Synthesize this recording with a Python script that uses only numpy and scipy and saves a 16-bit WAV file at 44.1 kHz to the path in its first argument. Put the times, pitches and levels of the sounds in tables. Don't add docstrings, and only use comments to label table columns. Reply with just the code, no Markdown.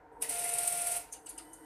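import sys
import numpy as np
from scipy import signal
from scipy.fft import rfft, irfft
from scipy.io import wavfile
from scipy.ndimage import uniform_filter1d

SR = 44100
rng = np.random.default_rng(int(sys.argv[2]) if len(sys.argv) > 2 else 0)


def wav_out(sig):
    wavfile.write(sys.argv[1], SR, np.round(np.clip(np.atleast_2d(sig).T, -1, 1) * 32767).astype(np.int16))


N = 72765

ENGAGE_S, ENGAGE_RISE_S = 0.2248, 0.0039
RUN_S, STOP_S, SPIN_UP_S = 0.289, 0.96, 0.06


def undb(db):
    return 10 ** (np.asarray(db) / 20)


def unit(x):
    return x / np.sqrt(np.mean(x ** 2))


def clock():
    return np.arange(N) / SR


def walk(rate_hz):
    hold = int(SR / rate_hz)
    steps = np.repeat(rng.standard_normal(N // hold + 1), hold)
    return 1.3 * uniform_filter1d(uniform_filter1d(steps, hold), hold)[:N]


def convolve(x, response):
    return signal.fftconvolve(x, response)[:N]


def colour(x, spectrum, size=4096):
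    hz, db = np.array(spectrum, float).T
    bins_hz = np.arange(size // 2 + 1) * SR / size
    gain = unit(undb(np.interp(np.log(bins_hz + 1), np.log(hz), db)))
    cepstrum = irfft(np.log(gain))
    cepstrum[1:size // 2] *= 2
    cepstrum[size // 2 + 1:] = 0
    return convolve(x, irfft(np.exp(rfft(cepstrum))))


def ring(x, hz, width_hz):
    response = np.exp(-np.pi * width_hz * clock()) * np.sin(2 * np.pi * hz * clock())
    return convolve(x, response / np.linalg.norm(response))


def band(hz, width_hz):
    return unit(ring(ring(rng.standard_normal(N), hz, width_hz), hz, width_hz))


def tone(hz, db):
    return np.sqrt(2) * undb(db) * np.sin(2 * np.pi * (hz * clock() + rng.random()))


def burst(peak_s, rise_s, fall_s):
    t = clock() - peak_s
    return np.exp(np.minimum(t / rise_s, -t / fall_s))


def gate(start_s, stop_s, rise_s, fall_s):
    t = clock()
    return np.clip((t - start_s) / rise_s, 0, 1) * np.exp(-np.maximum(t - stop_s, 0) / fall_s)


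def contacts(per_s=3000, scatter_db=3.5):
    hits = rng.random(N) < per_s / SR
    polarity = np.sign(rng.standard_normal(N))
    strength = undb(scatter_db * np.clip(rng.standard_normal(N), -2, 2))
    return unit(hits * polarity * strength)


def background(fans_db=-58.5):
    # (frequency [Hz], relative level [dB])
    fan_spectrum = [(20, -30), (45, 3), (65, -3.5), (105, -6), (185, -8.5), (235, -20), (300, 7),
                    (372, -15), (450, 0), (640, -7), (760, 6), (840, -9), (950, 1), (1150, -14), (1450, -7),
                    (1900, -14.5), (2600, -27.5), (4000, -36.5), (14000, -43)]
    # (frequency [Hz], level [dB], waver [dB])
    hum_lines = [(48, -75, 7), (911.5, -66.5, 1.5)]
    # (frequency [Hz], bandwidth [Hz], level [dB], start [s], stop [s])
    drones = [(457.7, 47, -55.5, 0.075, 0.6), (451, 28, -65, 0.65, 1.7), (288, 40, -59, 0.18, 0.25),
              (317, 38, -60.5, 1.23, 1.7), (770, 50, -96, 0.51, 1.7), (937, 110, -56.5, 0.12, 0.26)]
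    out = undb(fans_db) * colour(rng.standard_normal(N), fan_spectrum)
    out += sum(tone(hz, db + waver * walk(rate_hz=14)) for hz, db, waver in hum_lines)
    for hz, width, db, start, stop in drones:
        out += undb(db) * gate(start, stop, rise_s=0.034, fall_s=0.084) * band(hz, width)
    return out


def booth(x, t60_s=0.23, tail_db=-4.5, gap_s=0.003):
    t = clock()
    tail = rng.standard_normal(N) * np.exp(-np.log(1000) * t / t60_s) * (t > gap_s)
    reflected = undb(tail_db) * convolve(x, tail / np.linalg.norm(tail))
    return (x + reflected) / np.hypot(1, undb(tail_db))


def second_drive(start_s=1.218, whirr_db=-67):
    # (frequency [Hz], relative level [dB])
    whirr_spectrum = [(300, -24), (800, -15), (990, 18.5), (1150, -23), (1400, 1), (2000, -1), (2300, -8),
                      (5000, -5), (14000, -3)]
    # (frequency [Hz], bandwidth [Hz], level [dB])
    whine_bands = [(1980, 14, -74), (3010, 19, -77), (8670, 410, -66), (11450, 400, -74)]
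    whirr = undb(whirr_db) * colour(rng.standard_normal(N), whirr_spectrum)
    whine = sum(undb(db) * band(hz, width) for hz, width, db in whine_bands)
    return (whirr + whine) * np.clip((clock() - start_s) / SPIN_UP_S, 0, 1)


def squeaks(rise_s=0.0046):
    # (time [s], frequency [Hz], bandwidth [Hz], level [dB], decay
    # time [s])
    parts = [(.248, 1954, 220, -49, 0.021), (0.449, 2100, 160, -44.5, 0.026), (1.13, 6310, 490, -42, 0.006),
             (1.154, 2860, 200, -63, 0.014), (1.27, 2910, 270, -57.5, 0.0099),
             (1.296, 4330, 350, -63, 0.0079), (1.383, 2900, 405, -54.5, 0.0093),
             (1.387, 4970, 300, -56, .01), (1.402, 1283, 70, -51, 0.007)]
    return sum(undb(db) * burst(s, rise_s, fall) * band(hz, width) for s, hz, width, db, fall in parts)


def latches(knock_lag_s=0.0085):
    # (time [s], level [dB], ring frequency [Hz], relative ring [dB], relative knock [dB])
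    clacks = [(1.12, -58, 6400, -7, -24), (1.1273, -38, 7100, -11, -17.5), (1.264, -45.5, 8220, 0.5, -11.5),
              (1.293, -39.5, 10830, -4, -19), (1.381, -41.5, 8720, -0.5, -13),
              (1.534, -45, 10700, -12.5, -27.5)]
    # (frequency [Hz], relative level [dB])
    latch_spectrum = [(1000, -59), (5200, -26), (6200, -1), (7600, 0), (9000, 9), (10200, 8.5), (12000, -7),
                      (14200, -12)]
    # (frequency [Hz], relative level [dB])
    housing_spectrum = [(200, -14), (800, -16), (1400, -1), (2200, 5), (2900, 1.5), (3700, 2.5),
                        (4700, 7.5), (6000, -6), (12000, -24.5)]
    out = np.zeros(N)
    for s, db, hz, ring_db, knock_db in clacks:
        latch = colour(rng.standard_normal(N), latch_spectrum) + undb(ring_db) * band(hz, width_hz=800)
        latch *= burst(s, rise_s=0.0024, fall_s=0.01)
        knock = undb(knock_db) * colour(rng.standard_normal(N), housing_spectrum)
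        knock *= burst(s + knock_lag_s, rise_s=0.0032, fall_s=0.021)
        out += undb(db) * (latch + knock)
    return out


def rollers(level_db=-44.5):
    # (frequency [Hz], relative level [dB])
    whirr_spectrum = [(60, -20), (115, -5), (185, -4), (235, -22), (370, -7.5), (560, -1), (740, 8.5),
                      (850, -6.5), (1100, -9), (1600, -6.5), (2100, 1), (2700, 1.5), (3300, -7), (7000, -4),
                      (14000, -9.5)]
    running = gate(RUN_S, STOP_S, rise_s=0.013, fall_s=0.052)
    jolt = undb(4.5) * burst(ENGAGE_S, ENGAGE_RISE_S, fall_s=0.043)
    return undb(level_db) * colour(contacts() * (running + jolt), whirr_spectrum)


def stepper_motor(step_hz=699.9, wobble=0.0007, flutter_db=0.9):
    # (multiple of the step rate [1], level [dB])
    harmonics = [(1, -44.3), (2, -57.5)]
    step_rate = step_hz * (1 + wobble * walk(rate_hz=39.7))
    phase = 2 * np.pi * np.cumsum(step_rate) / SR
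    whine = sum(undb(db + flutter_db * walk(rate_hz=46.75)) * np.sin(k * phase) for k, db in harmonics)
    return np.sqrt(2) * whine * gate(RUN_S, stop_s=0.99, rise_s=SPIN_UP_S, fall_s=0.017)


def tooth_pings(per_s=400, low_hz=8215, high_hz=10796, fall_s=0.0028, size=1024):
    t = np.arange(size) / SR
    out = np.zeros(N + size)
    for when, pitch, strength in rng.random((int(per_s * N / SR), 3)):
        hz = low_hz + pitch * (high_hz - low_hz)
        onset = int(when * N)
        out[onset:onset + size] += (0.5 + strength) * np.sin(2 * np.pi * hz * t) * np.exp(-t / fall_s)
    return unit(out[:N])


def gears(mesh_db=-38.5, engage_db=-24.5, ping_db=-0.5):
    # (time [s], level [dB])
    turns = [(0.297, -29), (.342, -40), (0.395, -32), (0.443, -29.5), (0.492, -28.5), (.540, -29.5),
             (.587, -27.5), (0.634, -30), (.678, -24.5), (0.728, -29), (0.776, -30.5), (.818, -30.5),
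             (0.873, -26.5), (.920, -30), (0.968, -27.5)]
    # (time [s], level [dB])
    catches = [(0.5867, -23), (.592, -29), (.652, -27), (.682, -27), (0.818, -30)]
    # (start [s], stop [s], level [dB])
    slides = [(0.114, .21, -77.5), (1.004, 1.12, -65), (1.118, 1.26, -69), (1.313, 1.7, -68)]
    # (frequency [Hz], relative level [dB])
    rattle_spectrum = [(300, -44), (1500, -20.5), (2400, -21.5), (3500, -18.5), (7200, -17.5), (8300, 2.5),
                       (9500, -3.5), (10600, -4.5), (12000, -8.5), (14200, -13)]
    power = (undb(mesh_db) * gate(RUN_S, STOP_S, rise_s=0.03, fall_s=0.005)) ** 2
    power += (undb(engage_db) * burst(ENGAGE_S, ENGAGE_RISE_S, fall_s=0.0059)) ** 2
    power += sum((undb(db) * burst(s, rise_s=0.0056, fall_s=0.0075)) ** 2 for s, db in turns)
    meshing = np.sqrt(power)
    sliding = sum(undb(db) * gate(start, stop, rise_s=0.0083, fall_s=0.02) for start, stop, db in slides)
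    snapping = sum(undb(db) * burst(s, rise_s=0.00085, fall_s=0.0017) for s, db in catches)
    rattle = colour(contacts() * (meshing + sliding), rattle_spectrum)
    snaps = snapping * band(hz=9230, width_hz=2400)
    pings = undb(ping_db) * meshing * tooth_pings()
    return (rattle + snaps + pings) / np.hypot(1, undb(ping_db))


def scene(width=0.44, width_from_hz=4660, width_full_hz=8200):
    first, second = (booth(gears() + rollers() + latches() + squeaks()) / np.sqrt(2) for _ in range(2))
    bins_hz = np.arange(N // 2 + 1) * SR / N
    spread = width * np.interp(bins_hz, [width_from_hz, width_full_hz], [0, 1])
    side = irfft(rfft(first - second) * spread, N)
    mid = first + second + stepper_motor() + second_drive() + background()
    return np.array([mid + side, mid - side])


def record(dry, top_hz=14200):
    return signal.sosfilt(signal.ellip(10, 0.2, 80, top_hz, fs=SR, output="sos"), dry)


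dry = scene()
out = record(dry)
wav_out(out)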